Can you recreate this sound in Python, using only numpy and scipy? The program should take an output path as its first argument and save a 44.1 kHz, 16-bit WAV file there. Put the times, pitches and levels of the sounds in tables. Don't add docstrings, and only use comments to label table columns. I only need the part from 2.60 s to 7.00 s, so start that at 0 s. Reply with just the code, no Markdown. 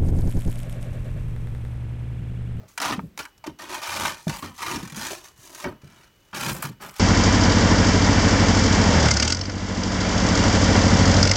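import sys
import numpy as np
from scipy import signal
from scipy.fft import rfft, irfft
from scipy.io import wavfile
from scipy.ndimage import uniform_filter1d

SR = 44100
rng = np.random.default_rng(int(sys.argv[2]) if len(sys.argv) > 2 else 0)


def put_to_file(sound):
    columns = np.atleast_2d(sound).T
    safe = np.clip(columns, -1, 1)
    whole_steps = np.round(safe * 32767)
    wavfile.write(sys.argv[1], SR, whole_steps.astype(np.int16))


N = 193881
TIME = np.arange(N) / SR

# t/s, length/s, final level/dB, swell/dB, release t60/s,
# powder relative level/dB, loaded blade f/Hz, hollow body relative level/dB
STROKES = [ (0.0, 0.041, -59.5, 1, 0.4, -16, 905, 6), (0.075, 0.067, -69.5, -8.5, 0.33, 12, 1200, -13),
           (0.214, 0.061, -25, 0, 0.23, -9.5, 940, -18.5), (0.294, 0.038, -29.5, -1, 0.12, -13, 900, -5),
           (0.586, 0.014, -35, -4.5, 0.19, -6.5, 1410, -13), (0.86, 0.01, -38.5, 2, 0.14, -11, 980, 2),
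           (0.986, 0.042, -39, 1.5, 0.54, -6.5, 1100, -9.5),
           (1.09, 0.059, -33, 5.5, 0.41, -5.5, 1080, -5.5), (1.214, 0.26, -27.5, 7.5, 0.3, -4, 1120, -12),
           (1.575, 0.1, -62.5, -7.5, 0.25, 12, 1410, -5), (1.682, 0.064, -36, 8, 0.3, -4, 930, -10),
           (1.821, 0.025, -36.5, 0, 0.26, -7.5, 1160, -5.5), (1.94, 0.033, -53.5, 5, 0.1, 5, 1200, -16),
           (1.978, 0.041, -36.5, 5, 0.19, -5, 1170, -27), (2.013, 0.13, -32, 3, 0.35, -3.5, 1170, -13),
           (2.355, 0.11, -35, 5.5, 0.37, 1, 1450, -12), (2.505, 0.037, -45, -10, 0.38, 3.5, 1140, 4.5),
           (2.637, 0.036, -53.5, -4, 0.23, 4.5, 1080, -4.5), (2.755, 0.1, -53.5, 14.5, 0.68, 6, 1100, -4),
           (2.892, 0.133, -44, 13, 0.2, 3, 1150, -3), (3.047, 0.029, -36.5, -9.5, 0.21, -34, 1140, 1),
           (3.212, 0.24, -56, 3.5, 0.23, -4.5, 1420, -7.5), (3.507, 0.24, -68, 6, 0.22, 2, 1250, -4),
           (3.742, 0.16, -30, 5.5, 0.13, -2.5, 1260, -8.5),
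           (3.938, 0.076, -45.5, -5.5, 0.1, -7.5, 1220, -2), (4.031, 0.028, -36, -5, 0.18, -8.5, 1200, -13),
           (4.197, 0.038, -37, 11, 0.35, -13, 1160, -8), (4.328, 0.065, -43, 12, 0.2, 1, 1330, -32), ]
# t/s, length/s, final level/dB, swell/dB, release t60/s, shoved f/Hz
SLIDES = [ (0.0, 0.015, -42, -18, 0.29, 164), (0.193, 0.14, -27, 11.5, 0.56, 270),
          (0.566, 0.035, -32.5, 25, 0.14, 370), (0.874, 0.005, -31.5, 0, 0.27, 312),
          (1.0, 0.17, -42.5, 2, 0.39, 297), (1.3, 0.14, -29, 16, 0.36, 217),
          (1.671, 0.037, -34.5, -6.5, 0.45, 202), (1.825, 0.014, -28, -6, 0.3, 254),
          (1.996, 0.17, -24, 21.5, 0.32, 323), (2.294, 0.14, -35.5, 10, 0.24, 198),
          (2.424, 0.1, -40, 2.5, 0.32, 353), (2.78, 0.27, -57.5, -0.5, 0.22, 256),
          (3.039, 0.037, -23.5, 7, 0.24, 225), (3.233, 0.022, -44, -15, 0.77, 178),
          (3.73, 0.18, -24.5, 12, 0.4, 181), (4.04, 0.028, -38, -12, 0.5, 175),
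          (4.204, 0.055, -38, 3, 0.28, 190), ]
# t/s, level/dB, nominal f/Hz, t60/s
THUDS = [(0.007, -35, 110, 0.19), (0.307, -19.5, 287, 0.069), (0.381, -14, 200, 0.098),
         (0.435, -20.5, 166, 0.081), (0.876, -22, 321.4, 0.12), (1.668, -10.5, 174.4, 0.098),
         (1.693, -13.5, 154, 0.044), (2.161, -27.5, 316, 0.18), (2.23, -19.5, 176.5, 0.079),
         (2.25, -29.5, 133, 0.11), (2.323, -24.5, 160, 0.08), (2.371, -22.5, 218, 0.091),
         (2.788, -41, 120, 0.088), (3.054, -26, 252, 0.082), (3.237, -30, 150, 0.13),
         (3.869, -19, 144, 0.23), (4.047, -20.5, 146.7, 0.21), (4.095, -20.5, 135, 0.057)]
# t/s, length/s, final level/dB, swell/dB, release t60/s
SPRAY = [(0.078, 0.14, -57, 2, 0.33), (0.39, 0.094, -65.5, -7, 0.13), (0.57, 0.043, -47, 0, 0.27),
         (1.755, 0.06, -46, -7, 0.55), (2.775, 0.31, -55, 0, 0.29), (3.742, 0.2, -33, 10, 0.3),
         (4.02, 0.006, -26, 2, 0.11), (4.05, 0.0074, -36.5, 0, 0.16), (4.21, 0.055, -45, -4, 0.88)]
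# t/s, level/dB, powder relative level/dB, t60/s
BITES = [(0.176, -8, -11, 0.037), (0.2, -6.5, -17.5, 0.047), (0.215, -10, -10.5, 0.05),
         (0.323, -11, -18, 0.081), (0.575, -12.5, -11.5, 0.022), (0.59, -15.5, -11, 0.062),
         (0.652, -19.5, -13, 0.024), (0.778, -41.5, -2.5, 0.028), (0.84, -22, -17, 0.055),
         (0.867, -18.5, -13, 0.036), (0.987, -32, -7.5, 0.05), (1.142, -16, -9.5, 0.081),
         (1.451, -4.5, -33, 0.04), (1.679, -16.5, -6, 0.026), (1.694, -12, -11.5, 0.055),
         (1.978, -25, -7.5, 0.03), (2.023, -22, -3.5, 0.045), (2.063, -11, -24, 0.072),
         (2.364, -32.5, 7.5, 0.055), (2.466, -12, -9.5, 0.036), (2.947, -25.5, -2, 0.05),
         (3.0, -22, -5.5, 0.026), (3.041, -8, -26, 0.029), (3.729, -16.5, -35, 0.22),
         (4.024, -12, -16, 0.057), (4.051, -9, -18, 0.028), (4.293, -20.5, -9.5, 0.013)]
# t/s, level/dB, struck f/Hz, t60/s, spread of struck modes/octaves
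KNOCKS = [(0.393, -14, 1090, 0.032, 0.098), (0.653, -32.5, 1600, 0.09, 0.16),
          (0.841, -28.5, 910, 0.062, 0.32), (1.67, -21.5, 660, 0.053, 0.12),
          (1.829, -27, 1140, 0.041, 0.19), (3.042, -28, 660, 0.15, 1.9), (4.026, -17.5, 1190, 0.04, 0.24)]
# f/Hz, relative level/dB, share of the knock's t60
KNOCK_MODES = [(632, 8, 0.99), (910, 10.5, 1), (1230, 7, 0.77), (1373, 3, 1.0), (1580, 4, 1.0),
               (1910, 0, 0.97), (2200, 3, 0.98), (2260, 17.5, 0.31), (2627, -38, 0.64), (3240, -1, 0.28)]
# t/s, length/s, final level/dB, swell/dB, release t60/s
HULL_RUBS = [(1.28, 0.17, -40, 3, 0.26), (1.835, 0.07, -39.5, -2, 0.2), (2.0, 0.24, -48.5, 8, 0.43)]
# f/Hz, width/Hz, relative level/dB
BLADE_MODES = [(917, 80, -10.5), (1817, 60, -6.5), (2366, 130, -5), (3084, 25, -6), (5060, 27, -51),
               (5790, 280, -16.5)]
# nominal lag/s, gain
MIRRORS = [(0.0013, 0.22), (0.0034, 0.39)]

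# f/Hz, relative level per Hz/dB
AIR_SPECTRUM = [(15, -39), (25, 10.5), (108, 5), (263, -3.5), (363, -1), (463, -7.5), (1650, -8.5),
                (5730, -18), (10400, -26), (14400, -18.5), (16000, -30)]
CRUNCH_SPECTRUM = [(410, -19), (700, -6), (790, -11.5), (939, 1), (1070, -3.5), (1780, -6.5), (2080, -10.5),
                   (2440, -9), (3600, -13), (5500, -14), (7150, -48), (12100, -120)]
HOLLOW_SPECTRUM = [(330, 27.5), (430, -22.5), (530, 0), (640, 8), (800, -20)]
POWDER_SPECTRUM = [(2470, -10.5), (4200, 1), (4900, -5), (5820, 6), (7660, -2), (8690, 0), (15100, -9.5),
                   (16200, -17), (16500, -46)]
RUMBLE_SPECTRUM = [(28, -30), (45, -0.5), (85, 2.5), (160, 4.5), (300, -2), (600, -11.5)]
DUST_SPECTRUM = [(7000, 8), (9500, 1.5), (12000, 4), (15000, 3), (16300, -3)]

AIR_DB, CUTOFF_HZ, HULL_HZ = -60.5, 16200, 88.9
WHINE_HZ, WHINE_DB, WHINE_FROM_S = 2948, -70.5, 0.62
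ATTACK_S = 0.005
TRICKLE_DB, TRICKLE_T60_S = -18.5, 0.27
SINK_OCTAVES, SINK_S = 0.88, 0.27
JUDDER_FROM_S, JUDDER_GAP_S, JUDDER_T60_S = 2.227, 0.0235, 0.06
JUDDER_DB, JUDDER_POWDER_DB = -25, -7.5


def from_db(db):
    return 10 ** (np.asarray(db) / 20)


def rms_one(x):
    return x / np.sqrt(np.mean(x ** 2) + 1e-20)


def fade(age, t60):
    return np.exp(-np.minimum(np.log(1000) * np.maximum(age, 0) / t60, 20))


def hiss():
    return rng.standard_normal(N)


def colour(draw, spectrum):
    hz, db = np.transpose(spectrum)
    edge_count = int(3 * np.log2(hz[-1] / hz[0])) + 2
    edges = np.geomspace(hz[0], min(hz[-1], .45 * SR), edge_count)
    log_centres = np.log(edges[:-1] * edges[1:]) / 2
    gains = from_db(np.interp(log_centres, np.log(hz), db))
    feeds, out = [draw(), draw()], 0
    for k, gain in enumerate(gains):
        band = signal.butter(2, edges[k:k + 2], "band", fs=SR, output="sos")
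        out = out + gain * signal.sosfilt(band, feeds[k % 2] + 1e-18)
    return out / np.sqrt(np.sum(gains ** 2 * np.diff(edges)) * 2 / SR)


def still_air():
    return from_db(AIR_DB) * colour(hiss, AIR_SPECTRUM)


def resonate(x, hz, width_hz):
    r = np.exp(-np.pi * width_hz / SR)
    out, state = np.zeros(N), np.zeros(2)
    step = 128 if np.ndim(hz) else N
    w = 2 * np.pi * np.broadcast_to(hz, N) / SR
    for i in range(0, N, step):
        poles = [1, -2 * r * np.cos(w[i]), r * r]
        out[i:i + step], state = signal.lfilter([1, 0, -1], poles, x[i:i + step] + 1e-18, zi=state)
    return out * (1 - r * r) / 2


def grains(per_s, spread_db):
    sizes = from_db(spread_db * np.minimum(rng.exponential(1, N), 3.5))
    signs = rng.choice([-1, 1], N)
    return rms_one(sizes * signs * (rng.random(N) < per_s / SR))


def slips(per_s, spread_db, t60, steady):
    keep = from_db(-120 / (t60 * SR))
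    power = signal.lfilter([1], [1, -keep], grains(per_s, spread_db) ** 2)
    power = power / power.mean() + abs(steady)
    return np.sqrt(power / uniform_filter1d(power, size=SR // 25))


def push(s, length_s, db, swell_db, t60):
    age = TIME - s
    level_db = db - swell_db * np.clip(1 - age / length_s, 0, 1)
    return np.clip(age / ATTACK_S, 0, 1) * from_db(level_db) * fade(age - length_s, t60)


def pushes(rows):
    powers = np.array([push(*row[:5]) for row in rows]) ** 2 + 1e-14
    total = powers.sum(axis=0)
    return 10 * np.log10(total), powers / total


def trickle(power):
    keep = np.exp(-2 * np.log(1000) / (TRICKLE_T60_S * SR))
    return from_db(TRICKLE_DB) ** 2 * signal.lfilter([1 - keep], [1, -keep], power)


def breaking(level_db, powder_db, jerks):
    coarse = (from_db(level_db) * jerks) ** 2
    fine = (from_db(level_db + powder_db - 2.5) * jerks) ** 2
    bite_coarse, bite_fine = bites()
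    coarse = coarse + bite_coarse
    fine = fine + bite_fine
    return coarse + trickle(coarse), fine + trickle(fine)


def squeaks(power, per_s, cycles, spread_db):
    pitches = np.geomspace(800, 7500, num=44)
    dealt = rng.integers(0, len(pitches), N)
    clicks = np.sqrt(power) * grains(per_s, spread_db)
    weights = from_db(np.interp(pitches, *np.transpose(CRUNCH_SPECTRUM)))
    widths = np.log(1000) / np.pi * pitches / cycles
    out = sum(weights[k] * resonate(clicks * (dealt == k), hz, widths[k]) for k, hz in enumerate(pitches))
    return rms_one(out) * np.sqrt(power.mean())


def rasp(coarse, blade_hz, freedom):
    force = np.sqrt(coarse)

    def snapping():
        jerks = slips(per_s=550, spread_db=1.5, t60=0.073, steady=1.0)
        return force * jerks * grains(per_s=8300, spread_db=0.0)

    snaps = colour(snapping, CRUNCH_SPECTRUM)
    drive = force * grains(per_s=3400, spread_db=0.5)
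    ringing = sum((-1) ** k * from_db(db) * resonate(drive, hz, width)
                  for k, (hz, width, db) in enumerate(BLADE_MODES))
    flex = resonate(force * hiss(), blade_hz, width_hz=230)
    chirps = squeaks(coarse, per_s=1100, cycles=90, spread_db=2.5)
    return from_db(-5) * snaps + from_db(12.5) * ringing + from_db(13) * freedom * flex + from_db(-5) * chirps


def muffle(x, openness, edge_hz, grip):
    low = signal.sosfiltfilt(signal.butter(2, edge_hz, fs=SR, output="sos"), x)
    return low + (x - low) * np.minimum(openness ** grip, 1.5)


def hollow_body(level_db, jerks):
    return from_db(level_db - 1.5) * jerks * colour(lambda: grains(per_s=3800, spread_db=7.0), HOLLOW_SPECTRUM)


def powder_hiss(fine, looseness):
    powder = colour(lambda: np.sqrt(fine) * grains(per_s=10000, spread_db=-1.0), POWDER_SPECTRUM)
    sifting = np.sqrt(fine) * looseness * rms_one(resonate(hiss(), hz=6200, width_hz=550))
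    return from_db(0.5) * powder + from_db(-2) * sifting


def wander(width_hz):
    white = rfft(hiss())
    hz = np.arange(len(white)) * SR / N
    return rms_one(irfft(white * np.exp(-(hz / width_hz) ** 2), N))


def nearby_surfaces(x, sway):
    out = x
    for lag_s, gain in MIRRORS:
        moving_lag_s = lag_s * np.exp(sway * wander(width_hz=1.134))
        out = out + gain * np.interp(TIME - moving_lag_s, TIME, x)
    return out / np.sqrt(1 + sum(gain ** 2 for _, gain in MIRRORS))


def crunch():
    level_db, shares = pushes(STROKES)
    powder_db, blade_hz, hollow_db = np.transpose(STROKES)[5:] @ shares
    jerks = slips(per_s=380, spread_db=2.5, t60=0.016, steady=0.49)
    coarse, fine = breaking(level_db, powder_db, jerks)
    looseness = fine / (fine + coarse)
    freedom = from_db(-3 * looseness) / np.hypot(1, from_db(hollow_db - 5))
    openness = from_db(11) * np.sqrt(fine / coarse)
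    blade = muffle(rasp(coarse, blade_hz, freedom), openness, edge_hz=1930, grip=0.4)
    hollow = hollow_body(level_db + hollow_db, jerks)
    return nearby_surfaces(blade + hollow + powder_hiss(fine, looseness) + spray(jerks), sway=0.143)


def sinking(hz, let_go_s):
    return hz * 2 ** (SINK_OCTAVES * np.expm1(-np.maximum(TIME - let_go_s, 0) / SINK_S))


def sliding_snow():
    level_db, shares = pushes(SLIDES)
    pitch_hz = sum(share * sinking(hz, s + length_s)
                   for share, (s, length_s, *_, hz) in zip(shares, SLIDES))
    tumbling = resonate(grains(per_s=900, spread_db=2.0), pitch_hz, width_hz=82)
    mutter = rms_one(resonate(tumbling, pitch_hz, width_hz=135))
    rumble = colour(lambda: grains(per_s=1100, spread_db=-2.0), RUMBLE_SPECTRUM)
    return from_db(level_db) * (from_db(-9) * mutter + from_db(-11.5) * rumble)


def burst(start, rise_s, t60):
    age = np.maximum(TIME - start, 0)
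    return np.minimum(age / rise_s, 1) * fade(age - rise_s, t60)


def thuds(sag=0.15, settle_s=0.022):
    tone, puff = np.zeros(N), np.zeros(N)
    for s, db, hz, t60 in THUDS:
        age = np.maximum(TIME - s, 0)
        pitch_hz = hz * (1 + sag * (np.exp(-age / settle_s) - .7))
        blow = from_db(db) * burst(s, rise_s=0.0029, t60=t60)
        tone += blow * np.sin(2 * np.pi * np.cumsum(pitch_hz * (age > 0)) / SR)
        puff += blow
    return from_db(-5.5) * tone + from_db(-16) * colour(lambda: puff * hiss(), RUMBLE_SPECTRUM)


def spray(jerks):
    level_db, _ = pushes(SPRAY)
    return from_db(level_db - 6) * jerks * colour(lambda: grains(per_s=5700, spread_db=11.0), DUST_SPECTRUM)


def bites():
    coarse, fine = 0, 0
    for s, db, powder_db, t60 in BITES + judder(count=6):
        bite = (from_db(db - 15) * burst(s, rise_s=0.00099, t60=t60)) ** 2
        coarse = coarse + bite
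        fine = fine + bite * from_db(powder_db + 5) ** 2
    return coarse, fine


def knocks():
    out = np.zeros(N)
    strengths_db = rng.normal(0, 1.0, (len(KNOCKS), len(KNOCK_MODES)))
    for (s, db, struck_hz, t60, spread_oct), own_db in zip(KNOCKS, strengths_db):
        first = int(s * SR)
        age = TIME[:N - first][:SR // 2]
        for k, ((hz, mode_db, share), extra_db) in enumerate(zip(KNOCK_MODES, own_db)):
            nearness = 1 / np.hypot(1, np.log2(hz / struck_hz) / spread_oct)
            gain = (-1) ** k * from_db(db + mode_db + extra_db - 12.5) * nearness
            decay = np.exp(-np.log(1000) * age / (t60 * share))
            out[first:first + len(age)] += gain * decay * np.sin(2 * np.pi * hz * age)
    return out


def whine():
    fade_in = np.clip(20 * (TIME - WHINE_FROM_S), 0, 1)
    return from_db(WHINE_DB) * np.sqrt(2) * np.sin(2 * np.pi * WHINE_HZ * TIME) * fade_in


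def hull():
    level_db, _ = pushes(HULL_RUBS)
    boom = resonate(resonate(hiss(), HULL_HZ, width_hz=4.6), HULL_HZ, width_hz=7.1)
    return from_db(level_db) * rms_one(boom)


def judder(count):
    return [(JUDDER_FROM_S + k * JUDDER_GAP_S, JUDDER_DB, JUDDER_POWDER_DB, JUDDER_T60_S)
            for k in range(count)]


def scene():
    air = still_air() + whine()
    return (crunch() + sliding_snow() + thuds() + knocks() + hull() + air)[None]


def record(dry):
    thinned = signal.sosfilt(signal.butter(2, 32, "high", fs=SR, output="sos"), dry)
    return signal.sosfilt(signal.ellip(10, .1, 80, CUTOFF_HZ, fs=SR, output="sos"), thinned)


dry = scene()
out = record(dry)
put_to_file(out)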